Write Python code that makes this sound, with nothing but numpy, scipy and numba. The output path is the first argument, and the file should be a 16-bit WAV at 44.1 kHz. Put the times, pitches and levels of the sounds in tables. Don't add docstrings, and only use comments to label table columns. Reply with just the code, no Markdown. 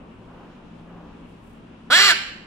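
import sys
import numpy as np
from scipy import signal
from scipy.fft import rfft, irfft, next_fast_len
from scipy.io import wavfile
from scipy.ndimage import uniform_filter1d, map_coordinates
from numba import njit

SR = 44100
rng = np.random.default_rng(int(sys.argv[2]) if len(sys.argv) > 2 else 0)


def store_wav(level_fs):
    pcm = np.round(np.clip(np.atleast_2d(level_fs), -1, 1) * 32767)
    wavfile.write(sys.argv[1], SR, pcm.T.astype(np.int16))


N = 108618
T = np.arange(N) / SR


def from_db(db):
    return 10 ** (np.asarray(db) / 20)


def unit_rms(x):
    return x / np.sqrt(np.mean(x ** 2) + 1e-20)


def in_time(rows):
    return np.interp(T, *np.transpose(rows))


def at_hz(points, hz, column=1):
    points = np.array(points)
    return np.interp(np.log(hz + 1), np.log(points[:, 0]), points[:, column])


def coloured(x, curve_db, column=1):
    size = 2 * next_fast_len(N)
    gain = from_db(at_hz(curve_db, np.fft.rfftfreq(size, 1 / SR), column))
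    cepstrum = irfft(np.log(gain))
    cepstrum[1:size // 2] *= 2
    cepstrum[size // 2 + 1:] = 0
    return irfft(rfft(x, size) * np.exp(rfft(cepstrum)))[..., :N]


def butter(x, cutoff_hz, kind):
    return signal.sosfilt(signal.butter(2, cutoff_hz, kind, fs=SR, output="sos"), x)


def drift(rate_hz):
    hz = np.fft.rfftfreq(N, 1 / SR)
    return unit_rms(irfft(rfft(rng.standard_normal(N)) / (1 + (hz / rate_hz) ** 2), N))


# freq_hz, relative_db
AIR_SPECTRUM = [(15, -28), (25, -6), (64, -13), (86, -33.5), (107, -21.5), (140, -12), (164, -9),
                (227, -5.5), (399, -13), (433, -14.5), (722, -20), (997, -19), (2060, -30), (2770, -27),
                (4380, -42), (9810, -53.5), (15500, -78)]
# freq_hz, correlation
AIR_CORRELATION = [(60, 0.97), (200, 0.94), (800, 0.27), (2000, 0.13), (6000, 0.11)]
def air(level_db=-46, flicker_db=1.08, flicker_hz=6.1):
    hz = np.fft.rfftfreq(N, 1 / SR)
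    mid, side = rfft(rng.standard_normal((2, N))) * from_db(at_hz(AIR_SPECTRUM, hz))
    correlation = at_hz(AIR_CORRELATION, hz)
    stereo = np.sqrt(1 + correlation) * mid + np.sqrt(1 - correlation) * side * [[1], [-1]]
    edges_hz, noise = np.geomspace(15, 18000, 9), 0
    for low, high in zip(edges_hz, edges_hz[1:]):
        band = irfft(stereo * ((hz >= low) & (hz < high)), N)
        noise += band * from_db(flicker_db * drift(flicker_hz))
    return from_db(level_db) * unit_rms(noise)


# freq_hz, level_db, width_hz
HUM_LINES = [(63.94, -59, 4.7), (111.8, -57.5, 10.6), (170.6, -52.5, 5.5), (228.2, -53.5, 60)]
def fan_hum():
    hum = 0
    for hz, level_db, width_hz in HUM_LINES:
        phase = 2 * np.pi * hz * T
        tone = drift(width_hz / 2) * np.cos(phase) + drift(width_hz / 2) * np.sin(phase)
        hum += from_db(level_db) * tone
    return hum


def bumps(rows):
    return sum(from_db(db) * np.exp(-((T - centre_s) / half_s) ** 2) for centre_s, half_s, db in rows)


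# centre_s, half_width_s, level_db
SWELL_EVENTS = [(0.4, 0.21, -51.5), (0.985, 0.18, -50.5)]
# freq_hz, relative_db
SWELL_SPECTRUM = [(200, -39), (500, 8.5), (1100, 5.5), (1700, -3), (2200, -22), (6000, -40)]
def swells():
    return bumps(SWELL_EVENTS) * unit_rms(coloured(rng.standard_normal(N), SWELL_SPECTRUM))


# centre_s, half_width_s, level_db
RUSTLE_EVENTS = [(1.306, 0.048, -75), (1.49, 0.091, -70)]
# freq_hz, relative_db
CLOTH_SPECTRUM = [(2000, -16), (6000, -6), (9000, -2), (11000, -5), (15000, -13)]
def cloth(flicker_db=1.4):
    hiss = unit_rms(coloured(rng.standard_normal((2, N)), CLOTH_SPECTRUM))
    return bumps(RUSTLE_EVENTS) * hiss * from_db(flicker_db * drift(rate_hz=100))


# time_s, pitch_hz
CALL_PITCH = [(1.9, 230), (1.912, 258), (1.924, 293), (1.942, 328), (1.968, 365), (2.0, 394), (2.03, 405),
              (2.062, 404), (2.082, 388), (2.1, 354), (2.122, 311), (2.145, 303)]
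# time_s, roughness_0_to_1
CALL_RASP = [(1.9, .15), (1.925, .03), (1.964, .06), (1.978, .7), (2.015, .9), (2.07, .75), (2.108, .85),
             (2.135, .3)]
# time_s, relative_db
CALL_EFFORT = [(1.899, -56), (1.903, -21.5), (1.913, -20), (1.93, -12), (1.96, -12.5), (2.02, -12),
               (2.07, -13), (2.114, -13.5), (2.127, -27), (2.139, -43), (2.15, -55)]
CALL_START_S, CALL_END_S = CALL_EFFORT[0][0], CALL_EFFORT[-1][0]
CALLING = (T > CALL_START_S) & (T < CALL_END_S)
CYCLES = np.cumsum(in_time(CALL_PITCH) * (T > CALL_START_S)) / SR
PUFF_DECAY_PER_CYCLE = 4.0
def syrinx(jitter_s=30e-6, shimmer_db=2.5, turbulence=.65, soft_start_s=.0078):
    rasp, cycles = in_time(CALL_RASP), CYCLES + .5
    starts = np.flatnonzero(np.diff(np.floor(cycles)))[:-2]
    shimmer, jitter = rng.standard_normal((N // 100, 2))[:len(starts)].T * rasp[starts]
    break_s, break_half_width_s, break_depth = 1.99, .0068, .27
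    voice_break = break_depth * np.exp(-((T[starts] - break_s) / break_half_width_s) ** 2)
    doubling = (.25 * rasp[starts] + voice_break) * (-1) ** np.arange(len(starts))
    strength = from_db(shimmer_db * shimmer) * (1 + doubling)
    position = np.interp(np.floor(cycles[starts + 1]), cycles, np.arange(N)) + jitter_s * SR * jitter
    taps = position.astype(int)[:, None] + np.arange(-8, 9)
    pulses = np.zeros(N)
    np.add.at(pulses, taps, strength[:, None] * np.sinc(taps - position[:, None]))
    softness = np.exp(-(np.maximum(T - CALL_START_S, 0) / soft_start_s) ** 2)
    pulses += softness * (butter(pulses, 2180, "low") - pulses)
    breath = puffs() * np.sqrt(2 * PUFF_DECAY_PER_CYCLE * in_time(CALL_PITCH) / SR)
    return pulses + turbulence * rasp * butter(breath, 1000, "high")


def puffs():
    return np.exp(-PUFF_DECAY_PER_CYCLE * ((CYCLES + .5) % 1)) * rng.standard_normal(N)


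@njit
def resonate(x, hz, width_hz):
    y = np.zeros(len(x))
    for i in range(2, len(x)):
        r = np.exp(-np.pi * width_hz[i] / SR)
        feedback = 2 * r * np.cos(2 * np.pi * hz[i] / SR) * y[i - 1] - r * r * y[i - 2]
        y[i] = (1 - r * r) / 2 * (x[i] - x[i - 2]) + feedback
    return y


# time_s, opening_0_to_1
BEAK_OPENING = [(1.9, 0.18), (1.925, 0.5), (1.965, 0.91), (2.03, 0.96), (2.08, 0.98), (2.11, 0.86),
                (2.14, 1)]
# closed_hz, open_hz, closed_width_hz, open_width_hz, closed_db, open_db
THROAT_MODES = [(570, 496, 117, 286, -6, -22.5), (1375, 1864, 260, 487, 1, 1.5),
                (3380, 3030, 220, 630, -4, -5), (3800, 4297, 1220, 310, -9.5, -3.5),
                (4860, 4620, 1100, 1630, -42, -13.5), (8130, 7490, 230, 1030, -20.5, -11),
                (9200, 9450, 540, 180, -27, -20.5), (14800, 44000, 1200, 490, -55, -26.5)]
THROAT_SIGNS = [1, -1, 1, -1, -1, 1, -1, 1]
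def squawk(gain_db=1.5):
    source, beak, voice = syrinx(), in_time(BEAK_OPENING), 0
    for sign, mode in zip(THROAT_SIGNS, THROAT_MODES):
        hz, width_hz, db = [shut + (wide - shut) * beak for shut, wide in np.reshape(mode, (-1, 2))]
        voice -= sign * from_db(db) * resonate(source, hz, width_hz)
    power = uniform_filter1d(uniform_filter1d(voice ** 2, size=400), size=300)
    levelled = voice / np.sqrt(np.abs(power) + 1e-7)
    return levelled * from_db(in_time(CALL_EFFORT) + gain_db) * CALLING


def growl(centre_hz=1562, width_hz=480, open_db=-23.5, closing_db=12):
    noise = unit_rms(butter(puffs(), [centre_hz - width_hz / 2, centre_hz + width_hz / 2], "band"))
    effort_db = in_time(CALL_EFFORT)
    level_db = open_db + closing_db * (1 - in_time(BEAK_OPENING)) + effort_db - effort_db.max()
    return from_db(level_db) * in_time(CALL_RASP) * noise * CALLING


def chest(half_open_db=-47, closing_db=8):
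    stop_s = CALL_EFFORT[-2][0]
    gate = uniform_filter1d(((T > CALL_START_S) & (T < stop_s)) * 1.0, size=300)
    level_db = half_open_db + closing_db * (.5 - in_time(BEAK_OPENING))
    return from_db(level_db) * gate * np.sqrt(2) * np.cos(2 * np.pi * CYCLES)


# start_s, end_s, pitch_multiple, level_db
CRY_PARTIALS = [(1.917, 1.97, 5, -14), (1.926, 1.966, 8, -27.5), (1.928, 1.955, 10, -17.5),
                (1.976, 2.01, 4.5, -11.5), (2.068, 2.08, 7, -35), (2.087, 2.134, 5, -16.5),
                (2.083, 2.123, 4.5, -21)]
def cries(edge_s=.004):
    phase, tones = 2 * np.pi * (CYCLES + .5), 0
    for start_s, end_s, multiple, level_db in CRY_PARTIALS:
        gate = (1 + np.tanh((T - start_s) / edge_s)) * (1 + np.tanh((end_s - T) / edge_s)) / 4
        tones += from_db(level_db) * gate * np.sqrt(2) * np.cos(multiple * phase)
    return tones


# freq_hz, left_db, right_db
PORT_COLOUR = [(200, 1, 3.5), (432, 6.5, 0.5), (744, -0.5, -0.5), (1296, 2, 1), (1590, -7, -4),
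               (2450, -3.5, -0.5), (3320, 3, 2), (3430, -11.5, 7.5), (4280, -2.5, 3), (6050, -2, -2),
               (6300, -21.5, -19), (7480, 1.5, -2), (8360, -17.5, -7), (9260, 5.5, -6), (11100, -7, 2),
               (12500, -4, -17), (15100, 0, -15)]
def macaw(left_lead_s=.00012):
    call = squawk() + cries() + growl() + chest()
    left, right = coloured(call, PORT_COLOUR, column=1), coloured(call, PORT_COLOUR, column=2)
    left = map_coordinates(left, [np.arange(N) + left_lead_s * SR], order=3)
    return np.array([left, right])


# freq_hz, t60_s
ROOM_DECAY = [(300, 0.31), (1400, 0.75), (3000, 0.66), (5500, 0.59), (8000, 0.53), (14000, 0.43)]
# freq_hz, relative_db
WALL_COLOUR = [(200, -12), (350, 9), (800, 2), (1500, -2.5), (2700, 4.5), (4500, -2.5), (7500, 1),
               (10000, -0.5), (14000, 2)]
def room(direct, early_db=-9, early_decay_s=.005, echoes_per_s=2500, tail_db=-9.5):
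    t, hz = T[:SR], np.arange(SR // 2 + 1)
    early = rng.standard_normal((2, SR)) * (rng.random((2, SR)) < echoes_per_s / SR)
    early *= np.exp(-t / early_decay_s) * (t > .001)
    early /= np.sqrt(np.sum(early ** 2, axis=1, keepdims=True) + 1e-12)
    white = rfft(rng.standard_normal((2, SR)))
    edges_hz, tail = np.geomspace(100, 18000, 13), 0
    for low, high in zip(edges_hz, edges_hz[1:]):
        centre_hz = np.sqrt(low * high)
        band = irfft(white * ((hz >= low) & (hz < high)), SR)
        decay = from_db(-60 * t / at_hz(ROOM_DECAY, centre_hz)) * (t > .006)
        tail += from_db(at_hz(WALL_COLOUR, centre_hz)) * band * decay / np.sqrt(np.sum(decay ** 2))
    response = from_db(early_db) * early + from_db(tail_db) * tail
    return signal.fftconvolve(direct, response, axes=1)[:, :N]


def scene():
    call, balance_db = macaw(), [[.6], [-.6]]
    return call + room(call) + (air() + fan_hum() + swells()) * from_db(balance_db) + cloth()


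def record(dry, ceiling=.73, cutoff_hz=15650):
    lowpass = signal.ellip(10, .1, 80, cutoff_hz, fs=SR, output="sos")
    return signal.sosfilt(lowpass, ceiling * np.tanh(dry / ceiling))


dry = scene()
out = record(dry)
store_wav(out)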